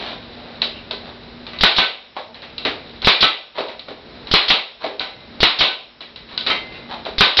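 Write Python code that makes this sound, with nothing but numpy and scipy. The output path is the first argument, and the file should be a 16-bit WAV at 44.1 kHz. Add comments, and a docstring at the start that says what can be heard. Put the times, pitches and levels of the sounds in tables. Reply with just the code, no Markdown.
"""An air-powered nail gun drives five nails into a wooden frame in a small workshop. Each shot is a spit of air
and the bang of the driver on the nail; then air vents and the piston clacks back. Between shots the tool
scrapes over the wood, bumps the frame and rocks back, its nose and safety catch click, and its steel nail
magazine clangs. A faint hum and a rush lie beneath, with two soft, low swells early on. The microphone's
automatic gain control turns everything down for a moment after each bang."""
import sys
import numpy as np
from scipy import signal
from scipy.io import wavfile
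from scipy.ndimage import minimum_filter1d

SR = 44100
rng = np.random.default_rng(int(sys.argv[2]) if len(sys.argv) > 2 else 0)


def to_wav(s):
    """Save 16-bit WAV."""
    ch = np.atleast_2d(s).T  # columns
    pcm = np.round(np.clip(ch, -1, 1) * 32767)  # PCM
    wavfile.write(sys.argv[1], SR, pcm.astype(np.int16))


N = 326340
T = np.arange(24576) / SR  # the clock of one short sound [s]

# soft, low swells (at 0.249 s and 1.029 s) and short scrapes (all other rows): # (time [s], length [s], level
# [dB], pitch [Hz], added grit [dB])
SCRAPES_AND_SWELLS = [(-0.07, 0.22, -47, 682, 15.5), (0.249, 0.4, -47, 593, -2),
                      (0.738, 0.056, -41.5, 2870, -8), (1.029, 0.1, -47, 690, 3.5),
                      (4.27, 0.031, -56, 1020, 15), (6.279, 0.083, -52, 1000, 15.5),
                      (6.705, 0.093, -48.5, 2780, 6.5), (6.889, 0.071, -36, 870, 2)]
# the tool bumps the frame: (time [s], level [dB], pitch [Hz], slide before the bump [s])
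BUMPS = [(0.619, -28, 687, 0.0053), (.910, -26.5, 630, 0.0097), (2.166, -10.5, 850, 0.014),
         (2.654, -21, 400, 0.0034), (3.583, -1, 610, 0.051), (3.884, -19.5, 480, .012),
         (4.840, -4, 585, 0.045), (7.060, -22.5, 620, 0.0092)]
# nose and safety catch click: (time [s], level [dB], added thud from the wood [dB])
METAL_CLICKS = [(0.6185, -15.5, -6.5), (0.9106, -21.5, -14), (1.467, -33.5, 1), (1.588, -27, -15),
                (2.345, -32, 2.5), (2.4203, -32, 5), (2.581, -23.5, -16), (2.651, -20.5, 4),
                (3.019, -28, -7), (3.684, -24.5, 5.5), (3.794, -22.5, -13), (4.271, -34, 0),
                (4.9955, -11.5, -14.5), (6.007, -22.5, 0.5), (6.16, -28, -5.5), (6.3769, -17.5, -15.5),
                (6.41, -27.5, -10), (6.4646, -18.5, -0.5), (6.471, -22.5, 0), (7.052, -33, -5)]
# the magazine strikes the frame: (time [s], level [dB], added ringing [dB])
MAGAZINE_STRIKES = [(1.534, -30, -31), (3.027, -26.5, -13), (5.006, -13.5, -9.5), (6.501, -14, -1)]
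# the driver hits the nail, and the piston flies back: (time [s], level [dB])
NAIL_SHOTS = [(1.6349, 13), (3.072, 13), (4.339, 11), (5.4302, 12), (7.2079, 9)]
PISTON_RETURNS = [(1.7842, 11), (3.228, 13), (4.503, 11), (5.609, 11), (7.3905, 11)]

# tone colours, or how strong a sound is from low to high: (frequency [Hz], level [dB])
RUSH_TONE = [(15, -20.5), (30, -14), (53, -2.5), (100, -6.5), (220, -5.5), (420, -6.5), (630, -9),
             (1100, -15), (2000, -16), (3300, -19), (3950, -10.5), (4400, -20), (4900, -23), (6000, -47.5)]  # the room's background
WOOD_TONE = [(80, -21.5), (250, -2.5), (600, -0.5), (1000, -1.5), (1600, -2), (2400, 0), (3300, -5),
             (4300, -19.5), (5500, -25.5)]  # a dull sound, like a knock on wood
TICK_TONE = [(200, -37), (1500, -25), (2500, -8.5), (3300, -3), (3900, 2), (4250, -2), (4700, -8.5),
             (5400, -20), (6200, -61)]  # small, hard contacts
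AIR_TONE = [(100, -14), (500, -12), (1500, -14), (2400, -8), (3100, -0.5), (3900, 5), (4600, -0.5),
            (5400, -10.5), (6200, -38)]  # escaping air
BLOW_TONE = [(40, -25), (150, -21.5), (300, -4.5), (450, -7.5), (1100, 1), (1600, -2), (2500, 2), (3300, 3),
             (3850, 8), (4300, 0.5), (4700, -5), (5400, -15), (6200, -57.5)]  # the driver on the nail
SPLIT_TONE = [(60, -12.5), (250, -6), (1200, 0.5), (1900, -5.5), (3000, -15.5), (6000, -31.5)]  # the nail cracking into the wood
CLACK_TONE = [(40, -40), (150, -6), (300, -8), (450, -8), (1100, -4), (1600, -7), (2500, -0.5), (3300, 2),
              (3850, 5), (4300, -4), (4700, -9.5), (5400, -33), (6200, -38)]  # the piston on its stop
HISS_TONE = [(100, -7.5), (1000, 4), (3400, 3), (3950, -4), (4400, -1.5), (5400, 4), (6200, -32.5)]  # the microphone's own noise

# the notes a part rings with when struck: (frequency [Hz], level [dB], time to fade 60 dB [s])
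BOX_NOTES = [(303, -1, 0.059), (407, 0, 0.046), (512, -6, 0.084), (640, -4, .1), (780, -3, .06),
             (910, -3.5, 0.055), (1082, -6, 0.17)]  # the hollow box under the frame
BODY_NOTES = [(775, -7, .12), (1020, -5, .12), (1191, -4, .12), (1304, -6, .14), (1509, -3.5, .14),
              (2002, -2, .14), (2244, -3, .12), (2370, -3, .12), (2710, -3, .12), (2927, -5, .12),
              (3172, -4, .12), (3830, -1, .1), (3970, -1, .12), (4127, -1, .12), (4415, -5, .12)]  # the tool's cast body
CATCH_NOTES = [(3460, -9.5, 0.018), (3900, 3.5, 0.022), (4020, -4.5, 0.014)]  # the safety catch
MAGAZINE_NOTES = [(1294, 3.5, 0.19), (1540, -12, 0.32), (2070, -5.5, 1), (2094, -23.5, .25),
                  (2820, -5.5, 0.4), (3140, -0.5, 0.37), (4000, -10, .4), (4100, -5, .3)]  # the steel nail magazine
FRAME_NOTES = [(41.6, 2, 0.08), (73, -4, 0.084), (127.4, -3.5, 0.093), (187, 4, 0.068), (216, -5, 0.1),
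               (355, -3.5, 0.11), (419, 2.5, .12), (655, -6.5, 0.21)]  # the wooden frame

# how long the room rings: (frequency [Hz], time to fade 60 dB [s])
ROOM_FADE = [(60, 0.073), (200, 0.16), (500, 0.51), (1200, 0.32), (2500, 0.37), (4000, 0.36), (6000, 0.34)]
# first echoes from bench and walls: (delay [s], gain [ratio])
FIRST_ECHOES = [(.0028, 0.063), (.0052, 0.11), (0.011, 0.18), (0.017, 0.14), (.034, 0.09)]
# the hum's pitch, and its loudness over time: (time [s], level [dB])
HUM_HZ, HUM_LEVELS = 236.2, [(0, -45), (1.5, -45.5), (3, -50.5), (7.4, -49)]


def amp(db):
    """Turns decibels into a number to multiply by."""
    return 10 ** (np.asarray(db) / 20)


def look_up(table, hz):
    """Reads between a table's rows, giving each octave about equal space."""
    row_hz, value = np.transpose(table)
    return np.interp(np.log(hz + 1), np.log(row_hz + 1), value)


def unit_power(x):
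    """Scales a sound to an average power of one."""
    return x / np.sqrt(np.mean(x ** 2) + 1e-20)


def unit_hit(x):
    """Scales a hit to the energy of ten milliseconds at full level."""
    return x / np.sqrt(np.sum(x ** 2) / (SR * .01) + 1e-20)


def add(mix, s, sound):
    """Mixes a sound in at s seconds; one that begins before zero is already under way."""
    start = round(s * SR)
    heard = sound[max(-start, 0):]
    part = mix[max(start, 0):][:len(heard)]
    part += heard[:len(part)]


def colour(x, tone):
    """Gives a sound a tone colour without smearing it ahead of its start."""
    hz = abs(np.fft.fftfreq(4096, 1 / SR))
    log_gain = np.log(amp(look_up(tone, hz)))
    response = np.exp(np.conj(signal.hilbert(log_gain)))
    taps = np.fft.ifft(response).real[:2048]
    return signal.fftconvolve(x, taps)[:len(x)]


def fade(fade_s):
    """A level that falls 60 dB in fade_s seconds."""
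    return np.exp(-np.log(1000) * T / np.maximum(fade_s, 1e-4))


def rattle(tone, fade_s):
    """A struck part rattles: a fading burst of noise in its tone colour."""
    return unit_hit(colour(rng.standard_normal(len(T)) * fade(fade_s), tone))


def ring(notes, spread_db=1, detune=0):
    """A struck part rings with fading notes, a little differently each time."""
    sound = np.zeros(len(T))
    for hz, db, fade_s in notes:
        louder, higher = rng.standard_normal(2)
        wave = np.sin(2 * np.pi * hz * (1 + detune * higher) * T)
        sound += amp(db + spread_db * louder) * fade(fade_s) * wave
    return unit_hit(sound)


def resonate(x, hz, width_hz):
    """Brings out the band of sound around one pitch."""
    return signal.lfilter(*signal.iirpeak(hz, hz / width_hz, SR), x)


def room(x, echo_db, direct=1, build_s=0.0044):
    """Sound arrives directly, as first echoes and as a dense tail, a little different each time."""
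    hz, t, bands = signal.stft(rng.choice([-1., 1.], len(T)), SR, nperseg=256)
    band_fade = np.exp(-np.log(1000) * t / look_up(ROOM_FADE, hz)[:, None])
    tail = signal.istft(bands * band_fade, SR, nperseg=256)[1][:len(T)]
    tail *= 1 - np.exp(-T / build_s)
    paths = tail / np.linalg.norm(tail)
    for s, gain in FIRST_ECHOES:
        paths[int(s * rng.uniform(.9, 1.1) * SR)] += gain
    paths *= amp(echo_db)
    paths[0] += direct
    return signal.fftconvolve(x, paths)[:len(T)]


def hit(tone, fade_s, echo_db, rattle_db, direct=0.17):
    """A sharp impact fills the room while the shaken parts rattle to rest."""
    impact = unit_hit(colour(signal.unit_impulse(len(T)), tone))
    return room(impact, echo_db, direct) + amp(rattle_db) * rattle(tone, fade_s)


def workshop(rush_db=-39.5, waver_db=0.46):
    """The workshop's steady rush and a faint, wavering hum."""
    t = np.arange(N) / SR
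    turns = np.linspace(0, N / SR, num=75)
    swell, drift, wobble = (np.interp(t, turns, rng.standard_normal(len(turns))) for _ in range(3))
    rush = unit_power(colour(rng.standard_normal(N), RUSH_TONE)) * amp(rush_db + waver_db * swell)
    phase = 2 * np.pi * np.cumsum(HUM_HZ + 3 * drift) / SR
    hum = unit_power(np.sin(phase) * amp(2.5 * wobble))
    return rush + amp(np.interp(t, *np.transpose(HUM_LEVELS))) * hum


def grainy_noise(length_s, hz, grit_db, grains_per_s=1500):
    """Tiny random pulses blend into noise that rises and falls; in a scrape, each is a slip on wood."""
    arch = np.sqrt(np.maximum(np.sin(np.pi * np.minimum(T / length_s, 1)), 0))
    grains = rng.standard_normal(len(T)) * (rng.random(len(T)) < grains_per_s / SR)
    dull = unit_power(colour(grains, WOOD_TONE))
    grit = unit_power(unit_power(colour(grains, TICK_TONE)) + dull)
    return arch * (unit_power(resonate(dull, hz, width_hz=290)) + amp(grit_db) * grit)


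def scrapes_and_swells():
    """Short scrapes of the tool on wood, and two soft, low swells early on."""
    out = np.zeros(N)
    for s, length_s, db, hz, grit_db in SCRAPES_AND_SWELLS:
        add(out, s, amp(db) * room(grainy_noise(length_s, hz, grit_db), echo_db=-1))
    return out


def body_ring():
    """The tool's cast body rings briefly; grip and pressure favour different notes each time."""
    return amp(-4.5) * room(ring(BODY_NOTES, spread_db=4, detune=.006), echo_db=1)


def click(thud_db):
    """Small steel parts ping and tick, the wood under them thuds, and the magazine rings on."""
    echo_db = -0.5 + 0.28 * thud_db  # the more wood is shaken, the more the room answers
    ping = room(ring(CATCH_NOTES) * (1 - np.exp(-T / 0.00074)), echo_db=-4.5)
    tick = amp(1.5) * hit(TICK_TONE, fade_s=0.023, echo_db=echo_db, rattle_db=-3.5)
    body = amp(-7) * body_ring()
    thud = amp(thud_db) * hit(WOOD_TONE, fade_s=0.14, echo_db=echo_db, rattle_db=-7.5)
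    return ping + tick + body + thud + amp(-21.5) * ring(MAGAZINE_NOTES)


def loose_parts(count=40, ticks_per_s=3.5, level_db=-45, spread_db=1):
    """Loose parts tick faintly at random moments while the tool is held."""
    out, s = np.zeros(N), 0
    tick = click(thud_db=-9)
    for wait, strength in zip(rng.exponential(size=count), rng.standard_normal(count)):
        s += wait / ticks_per_s
        add(out, s, amp(level_db + spread_db * strength) * tick)
    return out


def knock(hz, loss_db_per_octave=20):
    """A hard tap on the frame stirs the hollow box below, mostly its notes near the knock's pitch."""
    thud = hit(WOOD_TONE, fade_s=0.16, echo_db=-3, rattle_db=5.5)
    wood = unit_hit(resonate(thud, hz, width_hz=170))
    notes = [(f, db - loss_db_per_octave * abs(np.log2(f / hz)), fade_s) for f, db, fade_s in BOX_NOTES]
    hollow = unit_hit(room(ring(notes, spread_db=1.5) * (1 - fade(0.012)), echo_db=-4.5))
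    tick = hit(TICK_TONE, fade_s=0.05, echo_db=0.5, rattle_db=1, direct=.1)
    tap = hit(WOOD_TONE, fade_s=.04, echo_db=-1.5, rattle_db=-0.5, direct=.1)
    contact = unit_hit(tick + amp(2) * tap)
    return amp(-3.5) * wood + amp(-3) * hollow + amp(-6) * contact + amp(-20.5) * body_ring()


def frame_bumps(rock_s=.023, rock_db=-4, rock_pitch_ratio=0.683):
    """The tool slides along, bumps the frame and rocks onto its heel with a softer, lower knock."""
    out = np.zeros(N)
    for s, db, hz, slide_s in BUMPS:
        slide = np.minimum(T / slide_s, 1) * grainy_noise(slide_s + rock_s, hz=930, grit_db=1.5)
        add(out, s - slide_s, amp(db - 16) * room(slide, echo_db=0.5))
        add(out, s, amp(db) * knock(hz))
        add(out, s + rock_s, amp(db + rock_db) * knock(hz * rock_pitch_ratio))
    return out


def nose_clicks():
    """The nose and safety catch click as the tool is lined up."""
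    out = np.zeros(N)
    for s, db, thud_db in METAL_CLICKS:
        add(out, s, amp(db) * click(thud_db))
    return out


def magazine_clangs():
    """The steel magazine clacks against the wood and, where it is free, rings on."""
    out = np.zeros(N)
    for s, db, ring_db in MAGAZINE_STRIKES:
        thud = hit(WOOD_TONE, fade_s=0.08, echo_db=-2, rattle_db=-9.5)
        tick = amp(-7.5) * hit(TICK_TONE, fade_s=0.029, echo_db=0, rattle_db=-14)
        body = amp(0.5) * body_ring()
        steel = amp(ring_db) * ring(MAGAZINE_NOTES) * (1 - fade(.025))
        add(out, s, amp(db) * (thud + tick + body + steel))
    return out


def valve_air(length_s, spit_db, spit_fade_s):
    """A valve snaps open with a spit, then hisses until the piston reaches its stop."""
    spit = 1 + amp(spit_db) * fade(spit_fade_s)
    opening = np.minimum(T / 0.0026, 1)
    closing = np.exp(-np.maximum(T - length_s, 0) / 0.0099)
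    return unit_power(colour(rng.standard_normal(len(T)), AIR_TONE)) * spit * opening * closing


def pressure_pulse(push_s):
    """The air is given a quick push, followed by a gentle pull."""
    age = T / push_s
    return (1 - age) * np.exp(-age) * (1 - np.exp(-8 * age))


def nail_shots(lead_s=.026, valve_db=-17.5):
    """Air fills the cylinder; the driver slams the nail home and shakes tool and frame."""
    out = np.zeros(N)
    for s, db in NAIL_SHOTS:
        air = room(valve_air(lead_s, spit_db=10, spit_fade_s=0.016), echo_db=-12.5)
        snap = amp(-10.5) * rattle(WOOD_TONE, fade_s=0.0075)
        puff = amp(3.5) * pressure_pulse(push_s=0.015)
        add(out, s - lead_s, amp(valve_db) * (air + snap + puff))
        blow = hit(BLOW_TONE, fade_s=0.69, echo_db=6, rattle_db=-1.5, direct=0.4) + body_ring()
        crack = amp(-4.5) * rattle(SPLIT_TONE, fade_s=0.009)
        shock = amp(5.5) * pressure_pulse(push_s=0.00099)
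        thump = amp(-7.5) * room(ring(FRAME_NOTES), echo_db=-3.5)
        add(out, s, amp(db) * (blow + crack + shock + thump))
    return out


def piston_returns(lead_s=.022, exhaust_db=-5.5):
    """The trigger is let go: the air rushes out and the piston claps against its top stop."""
    out = np.zeros(N)
    for s, db in PISTON_RETURNS:
        exhaust = room(valve_air(lead_s, spit_db=-4.5, spit_fade_s=0.019), echo_db=-7)
        add(out, s - lead_s, amp(db + exhaust_db) * exhaust)
        clack = hit(CLACK_TONE, fade_s=0.065, echo_db=3.5, rattle_db=-1.5, direct=0.22) + body_ring()
        thump = amp(-14) * room(ring(FRAME_NOTES), echo_db=-10)
        snap = amp(-9) * rattle(WOOD_TONE, fade_s=0.0075)
        add(out, s, amp(db) * (clack + snap + thump))
    return out


def scene():
    """The workshop, the handling of the tool and the nailing, together in one channel."""
    quiet_sounds = workshop() + scrapes_and_swells() + loose_parts()
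    handling = frame_bumps() + nose_clicks() + magazine_clangs()
    return (quiet_sounds + handling + nail_shots() + piston_returns())[None]


def gain_control(x, limit_db=-6, hold_s=0.15, recover_db_per_s=29):
    """Turns the level down within milliseconds of a loud sound, holds it, then creeps back up."""
    power = signal.lfilter(*signal.butter(1, 50, fs=SR), x ** 2)
    over_db = np.maximum(10 * np.log10(np.abs(power) + 1e-12) - limit_db, 0)
    window = 2 * int(hold_s * SR / 2) + 1
    held_db = -minimum_filter1d(-over_db, window, origin=window // 2, mode="constant")
    recovery_db = recover_db_per_s * np.arange(N) / SR
    cut_db = np.maximum.accumulate(held_db + recovery_db) - recovery_db
    # the cut comes slightly late, so the front of each bang gets through
    return x / amp(signal.lfilter(*signal.butter(1, 110, fs=SR), cut_db))


def low_pass(x, hz, taps):
    """Steeply cuts away the sound above hz."""
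    return signal.oaconvolve(x, signal.firwin(taps, hz, window=("kaiser", 9), fs=SR), "same")


def record(dry, hiss_db=-55, soft_limit=.69, hard_limit=.745):
    """A microphone with gain control, little top treble and a thin hiss; the tallest peaks overload."""
    x = gain_control(dry[0]) + amp(hiss_db) * unit_power(colour(rng.standard_normal(N), HISS_TONE))
    squashed = x / (1 + (x / soft_limit) ** 4) ** .25
    dulled = low_pass(squashed, hz=6000, taps=255)
    clipped = np.clip(dulled, -hard_limit, hard_limit)
    return low_pass(clipped, hz=15900, taps=511)[None]


dry = scene()
out = record(dry)
to_wav(out)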